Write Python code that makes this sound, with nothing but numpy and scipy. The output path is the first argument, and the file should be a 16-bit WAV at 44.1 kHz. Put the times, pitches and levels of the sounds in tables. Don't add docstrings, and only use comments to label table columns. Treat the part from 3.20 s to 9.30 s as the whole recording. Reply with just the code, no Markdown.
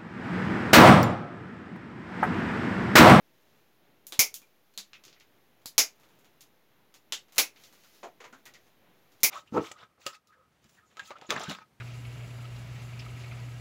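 import sys
import numpy as np
from scipy import signal
from scipy.fft import rfft, irfft, next_fast_len
from scipy.io import wavfile
from scipy.ndimage import uniform_filter1d

SR = 44100
rng = np.random.default_rng(int(sys.argv[2]) if len(sys.argv) > 2 else 0)


def voltage_ratio(decibels):
    exponent = np.asarray(decibels, float) / 20
    return 10 ** exponent


def waveform_to_disk(signal):
    frames = np.transpose(np.atleast_2d(signal))
    scaled = np.clip(frames, -1, 1) * 32767
    samples = np.round(scaled).astype(np.int16)
    wavfile.write(sys.argv[1], SR, samples)


N = 269010

# time in seconds, level in dB.
HUM = [(0.0, -68), (1.0, -67), (1.45, -71), (2.2, -69.5), (3.0, -66), (3.45, -69), (4.15, -68), (4.66, -68),
       (5.11, -67.5), (6.1, -65.5)]
# frequency in Hz, level in dB per Hz.
HUM_COLOUR = [(26, -21.5), (45, -6.5), (54, -6.5), (134, 1), (383, 0.5), (858, -5), (1100, -7.5),
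              (1270, -9), (2030, -9.5), (4000, -15.5), (5200, -40.5), (8800, -120)]
# frequency in Hz, level in dB per Hz.
HISS_COLOUR = [(710, -16.5), (1200, -6.5), (3180, -8), (6790, -12), (8090, -21), (11900, -9.5),
               (15100, -9.5), (16000, -13), (16500, -27)]
# start in seconds, length in seconds, level in dB.
RUSTLE = [
    (0.0, 0.46, -75.5),
    (2.7, 0.44, -76.5),
    (4.33, 0.53, -63),
    (5.36, .18, -72),
    (5.701, .4, -77),
]
# frequency in Hz, level in dB per Hz.
RUSTLE_COLOUR = [(120, -28), (250, -33), (630, -12.5), (1500, -4.5), (3200, -3.5), (6900, -4.5),
                 (8200, -14.5), (11500, -8), (15800, -9), (16900, -64)]
# start in seconds, level in dB, pitch in octaves above 1 kHz,
# fall below that pitch in dB per octave.
TICKS = [(0.8681, -33, 3.44, 8.5), (1.1418, -23.5, 3.22, 10.5), (1.2181, -54.7, 3.6, 0),
         (1.2695, -64, 0.27, 1.0), (1.5385, -59, 2.8, 2), (1.7328, -27.5, 1.79, 12.5),
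         (1.7416, -48.0, 2.0, 7.5), (1.8385, -44.5, 2.3, 4.5), (1.8518, -41.5, 2.6, 6),
         (1.8808, -40.5, 2.1, 8.5), (1.928, -37, 2, 14), (1.9646, -40.5, 1.44, 17), (1.9997, -50, 2.5, 6),
         (2.007, -33, 1.77, 17.5)]
# frequency in Hz, level in dB per Hz.
TICK_COLOUR = [(88, -42.5), (150, -13), (1480, -10), (1710, -14), (2160, -9.5), (3470, -7.5), (5260, -9.5),
               (6940, -7.5), (7970, -18), (15300, -16), (16900, -49.5)]
# start in seconds, level in dB, rod resonance in Hz,
# brightness in dB per octave, splintering treble in dB.
BITES = [
    (0.9231, -36.5, 3600, -2, 2),
    (1.1442, -46, 3000, 3.5, 4),
    (1.5766, -34, 4060, 2, -5.5),
    (2.4587, -37, 4500, 3, 3),
    (3.9231, -27, 3270, 1.5, -11),
]
# frequency in Hz, level in dB per Hz.
BITE_COLOUR = [(170, -41.5), (300, -13), (620, -12.5), (1400, -12), (2200, -9.5), (7000, -7), (15300, -13)]
# start in seconds, peak in dB, frequency in Hz, T60 in seconds.
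JOLTS = [
    (.99, -19, 91, 0.0078),
    (.991, -29, 235, 0.015),
    (2.458, -47, 312, 0.025),
    (2.4576, -27, 890, 0.002),
    (2.465, -46.5, 916, .006),
    (6.031, -42, 89, .03),
]
# start in seconds, level in dB, blade ring in dB, jaw ring in dB,
# splintering treble in dB.
SNIPS = [
    (0.9927, -10.5, 14, 9, 2),
    (2.5804, -10.5, 7, 8.5, -4.5),
    (4.1816, -13, 7, 1.5, -5),
    (6.033, -11, 14.5, 7.5, 5),
]
# frequency in Hz, level in dB per Hz.
SNIP_COLOUR = [(110, -56), (190, -29), (420, -17.5), (1700, -19), (2850, -14), (4000, -12), (7000, -12),
               (15000, -7)]
# frequency in Hz, gain in dB.
CAPSULE = [(5000, -0.5), (6900, 0), (8400, -8.5), (10600, -0.5), (15400, -4), (16200, -12), (16900, -44.5)]
# start in seconds, peak in dB, frequency in Hz, T60 in seconds.
NOTES = [(1.22, -60.5, 2400, 0.026), (1.578, -57, 197, 0.2), (1.868, -42, 375, 0.017),
         (2.586, -47.5, 132, 0.1), (3.74, -60.5, 328, .05), (4.085, -61.5, 710, 0.01),
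         (3.925, -38, 1500, 0.0058), (1.735, -42, 2600, 0.009), (1.54, -58, 4300, .01),
         (4.181, -43.5, 143, 0.048), (2.582, -34.5, 420, .01), (4.183, -22.5, 1470, .006),
         (4.64, -57.5, 1410, 0.018), (4.836, -39, 420, 0.025), (4.838, -30.5, 694, 0.017),
         (4.84, -40, 1010, 0.017), (5.006, -44, 465, 0.05), (5.044, -49, 1007, 0.023),
         (5.045, -48, 501, 0.045), (5.128, -47.5, 252, 0.08), (5.13, -37.5, 1430, 0.0087),
         (5.262, -42, 1920, 0.01), (5.345, -46, 1984, 0.012), (6.033, -36.5, 223, 0.059)]
# start in seconds, level in dB,
# pitch in octaves above 1 kHz, fall below that pitch in dB per octave.
FLICKS = [(2.4169, -59, 0.5, 1.5), (2.7986, -59.5, 3, 0.93), (2.8341, -51, 0.4, 2.0), (2.889, -63, 3, 1.5),
          (2.9894, -57, 4, 2.8), (3.046, -52.5, 1.4, 1.8), (3.208, -40.5, 3, 6), (3.7413, -46, 2.4, 2.4),
          (4.3613, -39, 1.85, 11), (4.4004, -55, 1.5, 4.0), (4.4376, -41.5, 2.5, 6.0),
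          (4.5269, -50, 0.2, 0.81), (4.6369, -50.5, 2, 2.9), (5.188, -59, 2, 4.0), (5.255, -41, 3, 4.8),
          (5.2604, -39, 1.2, 5), (5.3385, -44.5, 2.5, 6.4), (5.3467, -40, 1.77, 9.9),
          (5.4678, -55, -0.5, 1.5), (5.92, -57, 2.5, 3.5)]
# start in seconds, level in dB, pitch in octaves above 1 kHz,
# fall below that pitch in dB per octave.
FIBRES = [
    (4.084, -53, 1.59, 3.76),
    (4.123, -48, 2.75, 2.5),
    (4.148, -48, 3.4, 3.5),
    (4.16, -40.5, 3.5, 2.6),
    (4.167, -33, 0.61, 5.2),
    (6.005, -48.5, 2.9, 6.1),
]
# start in seconds, level in dB, pitch in octaves above 1 kHz,
# fall below that pitch in dB per octave.
KNOCKS = [
    (4.8307, -31, -1.1, 2.72),
    (4.8386, -39.5, -1.2, 1.95),
    (5.0037, -40.5, 0.5, 3),
    (5.0414, -40.5, 0.46, 2.7),
    (5.1264, -46.5, -1.1, 1.2),
    (5.1347, -59, 1.2, 4.0),
]
# frequency in Hz, level in dB per Hz.
KNOCK_COLOUR = [(100, -48.5), (260, -10.5), (620, -5.5), (1150, -0.5), (1590, -3.5), (2150, 0.5),
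                (2340, -2), (6850, -18.5), (8310, -40), (15200, -62.5), (16900, -68.5)]
BAND_EDGES_HZ = [200, 1200, 3500, 8000, 16000]
# frequency in Hz, T60 in seconds.
ROOM_T60_S = [(300, 0.21), (1200, .17), (2250, 0.18), (3500, 0.16), (6000, .16), (13000, .14)]

SPAN = 12288
HZ = np.fft.rfftfreq(SPAN, 1 / SR)
FIRST_ECHO_S, BUILD_UP_S, DENSE_AFTER_S = 0.0018, 0.012, 0.0081
BEND = 0.98
HISS_DB = -73.5
CRACKLES_PER_S, RUSTLE_ATTACK_S, RUSTLE_RELEASE_S = 1600, 0.065, 0.15
FALL_ABOVE = 2.01
TICK_DIRECT_DB, FLICK_DIRECT_DB, KNOCK_DIRECT_DB = 5.5, 1, -3
SNIP_DIRECT_DB, BITE_DIRECT_DB = -0.4, 3.5
ROD_DB, ROD_OCTAVES = 8, 0.27
CAPSULE_PEAK_HZ, CAPSULE_PEAK_DB, CAPSULE_PEAK_OCTAVES = 7600, 4, 0.086
BLADE_HZ, BLADE_OCTAVES = 2254, 0.17
JAW_HZ, JAW_OCTAVES = 5900, 0.33
SPLINTER_HZ = 8500
NOTE_ATTACK_S = 0.0015
NOTE_ROOM_DB, NOTE_ROOM_DB_PER_OCTAVE = -26, 2.5
JOLT_ROOM_DB = -44
LOW_EDGE_HZ, TOP_EDGE_HZ = 55, 16100


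def rms_one(x):
    return x / np.sqrt(np.mean(x ** 2, axis=-1, keepdims=True) + 1e-20)


def at_hz(points, hz):
    points_hz, values = np.array(points).T
    return np.interp(np.log(hz + 1), np.log(points_hz), values)


def causal(db):
    cepstrum = irfft(np.log(voltage_ratio(db)))
    half = cepstrum.shape[-1] // 2
    cepstrum[..., 1:half] *= 2
    cepstrum[..., half + 1:] = 0
    return np.exp(rfft(cepstrum))


def coloured(x, spectrum):
    size = next_fast_len(N + SPAN)
    gain = voltage_ratio(at_hz(spectrum, np.fft.rfftfreq(size, 1 / SR)))
    return rms_one(irfft(rfft(x, size) * gain, size)[:N])


def drift(rate):
    knots = rng.standard_normal(int(N / SR * 40) + 3)
    return np.interp(np.arange(N) / SR * rate, np.arange(len(knots)), knots)


def room(count):
    t = np.arange(SPAN) / SR
    spikes_db = 4.8 * np.exp(-t / DENSE_AFTER_S) * np.minimum(rng.exponential(1, (count, SPAN)), 7)
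    echoes = rng.standard_normal((count, SPAN)) * voltage_ratio(spikes_db)
    echoes /= np.sqrt(uniform_filter1d(echoes ** 2, size=301, axis=1))
    first_gap = np.clip((t - 0.0006) / FIRST_ECHO_S, 0, 1)
    rise = first_gap * (1 - 0.5 * np.exp(-t / BUILD_UP_S))
    spectrum = 0
    for k, (_, t60) in enumerate(ROOM_T60_S):
        share = at_hz([(centre, j == k) for j, (centre, _) in enumerate(ROOM_T60_S)], HZ)
        decay = voltage_ratio(-60 * (1.075 * t / t60) ** BEND)
        spectrum = spectrum + share * rfft(echoes * rise * decay)
    power = np.abs(spectrum) ** 2
    near = uniform_filter1d(power, size=61, axis=1)
    far = uniform_filter1d(power, size=901, axis=1)
    return spectrum * causal(10 * np.log10((far + 1e-9) / (near + 1e-9)))


def placed(at_s, sounds):
    out = np.zeros(N + SPAN)
    for s, sound in zip(at_s, sounds):
        start = round(s * SR)
        out[start:start + SPAN] += sound
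    return out[:N]


def clicks(at_s, spectra_db, direct_db, bounce_s, trim_db):
    count = len(at_s)
    lag_s = bounce_s * rng.uniform(0.35, 1.6, (count, 1))
    sign = rng.choice([-1, 1], (count, 1))
    wall = 0.91 * np.exp(-2j * np.pi * HZ * lag_s)
    direct = sign * (1 + wall) * voltage_ratio(min(direct_db, 7.5) + 13.5)
    return placed(at_s, voltage_ratio(trim_db) * irfft(causal(spectra_db) * (direct + room(count))))


def balanced(table, colour):
    at_s, level_db, pitch, fall_db = np.array(table).T[:, :, None]
    shape_db = at_hz(colour, HZ)
    band_db, centres = [], []
    for low, high in zip(BAND_EDGES_HZ, BAND_EDGES_HZ[1:]):
        inside = (HZ > low) * (HZ < high)
        band_db.append(10 * np.log10(np.mean(voltage_ratio(2 * shape_db) * inside)))
        centres.append(np.sqrt(low * high))
    above = np.log2(np.array(centres) / 1000) - pitch
    wanted_db = level_db - fall_db * np.maximum(-above, FALL_ABOVE * above)
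    bends_db = wanted_db - np.array(band_db)
    spectra_db = [shape_db + at_hz(list(zip(centres, bend)), HZ) for bend in bends_db]
    return at_s[:, 0], np.array(spectra_db)


def hump(centre_hz, octaves):
    return 1 / (1 + (np.log2((HZ + 1) / centre_hz) / octaves) ** 4)


def cracks(at_s, level_db, treble_db, shapes_db, direct_db):
    splinter_db = treble_db / (1 + (SPLINTER_HZ / (HZ + 1)) ** 8)
    shapes_db = shapes_db + splinter_db + at_hz(CAPSULE, HZ)
    power_db = 10 * np.log10(np.mean(voltage_ratio(2 * shapes_db), axis=1, keepdims=True))
    return clicks(at_s[:, 0], shapes_db + level_db - power_db, direct_db, bounce_s=0.00071, trim_db=1.5)


def damped_modes(table, room_db, db_per_octave, attack_s):
    at_s, db, hz, t60 = np.array(table).T[:, :, None]
    t = np.arange(SPAN) / SR
    envelope = voltage_ratio(db - 60 * t / t60) * (1 - np.exp(-t / attack_s))
    swing = envelope * np.sin(2 * np.pi * hz * t)
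    airborne = (HZ / 200) ** 2 / (1 + (HZ / 390) ** 2)
    wet = voltage_ratio(room_db + db_per_octave * np.log2(hz / 1000))
    return placed(at_s[:, 0], irfft(rfft(swing) * (1 + wet * airborne * room(len(swing)))))


def background():
    s, db = np.transpose(HUM)
    hum_db = np.interp(np.arange(N) / SR, s, db) + 1.5 * drift(8.8)
    hum = voltage_ratio(hum_db) * coloured(rng.standard_normal(N), HUM_COLOUR)
    hiss = voltage_ratio(HISS_DB + 0.8 * drift(4)) * coloured(rng.standard_normal(N), HISS_COLOUR)
    return hum + hiss


def rustle():
    t = np.arange(N) / SR
    gain = np.zeros(N)
    for s, length, db in RUSTLE:
        attack = (t - s) / RUSTLE_ATTACK_S
        release = (s + length - t) / RUSTLE_RELEASE_S + 0.5
        gain += voltage_ratio(db - 1.5) * np.clip(np.minimum(attack, release), 0, 1)
    born = rng.random(N) < CRACKLES_PER_S * voltage_ratio(2.5 * drift(18)) / SR
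    strength = voltage_ratio(3 * np.minimum(rng.exponential(1, N), 5))
    crackle = born * rng.choice([-1, 1], N) * strength
    tail = irfft(room(1))[0]
    tail[0] += 6
    return gain * coloured(signal.fftconvolve(crackle, tail)[:N], RUSTLE_COLOUR)


def ticks():
    return clicks(*balanced(TICKS, TICK_COLOUR), TICK_DIRECT_DB, bounce_s=0.0014, trim_db=-8)


def bites():
    at_s, level_db, rod_hz, tilt_db, treble_db = np.array(BITES).T[:, :, None]
    rod_db = ROD_DB * hump(rod_hz, ROD_OCTAVES) + tilt_db * np.log2((HZ + 100) / rod_hz)
    peak_db = CAPSULE_PEAK_DB * hump(CAPSULE_PEAK_HZ, CAPSULE_PEAK_OCTAVES)
    return cracks(at_s, level_db, treble_db, at_hz(BITE_COLOUR, HZ) + rod_db + peak_db, BITE_DIRECT_DB)


def jolts():
    return damped_modes(JOLTS, JOLT_ROOM_DB, 0, 1 / SR)


def snips():
    at_s, level_db, blade_db, jaw_db, treble_db = np.array(SNIPS).T[:, :, None]
    rings_db = blade_db * hump(BLADE_HZ, BLADE_OCTAVES) + jaw_db * hump(JAW_HZ, JAW_OCTAVES)
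    return cracks(at_s, level_db, treble_db, at_hz(SNIP_COLOUR, HZ) + rings_db, SNIP_DIRECT_DB)


def woody_notes():
    return damped_modes(NOTES, NOTE_ROOM_DB, NOTE_ROOM_DB_PER_OCTAVE, NOTE_ATTACK_S)


def flicks():
    return clicks(*balanced(FLICKS, TICK_COLOUR), FLICK_DIRECT_DB, bounce_s=0.0008, trim_db=-6.5)


def fibres():
    return clicks(*balanced(FIBRES, TICK_COLOUR), FLICK_DIRECT_DB, bounce_s=0.0008, trim_db=-6.5)


def knocks():
    return clicks(*balanced(KNOCKS, KNOCK_COLOUR), KNOCK_DIRECT_DB, bounce_s=0.0013, trim_db=-3)


def scene():
    shears = bites() + snips()
    rods = ticks() + woody_notes() + flicks() + fibres()
    basket = rustle() + knocks()
    return (background() + shears + rods + basket + jolts())[None]


def band_limit(x):
    return signal.sosfilt(signal.butter(12, 17030, fs=SR, output="sos"), x)


def record(dry):
    high_pass = signal.butter(2, LOW_EDGE_HZ, "high", fs=SR, output="sos")
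    top_shelf = signal.cheby2(20, 24, TOP_EDGE_HZ, fs=SR, output="sos")
    thin = signal.sosfilt(high_pass, dry)
    shelved = signal.sosfilt(top_shelf, thin)
    return band_limit(shelved - 0.0004)


dry = scene()
out = record(dry)
waveform_to_disk(out)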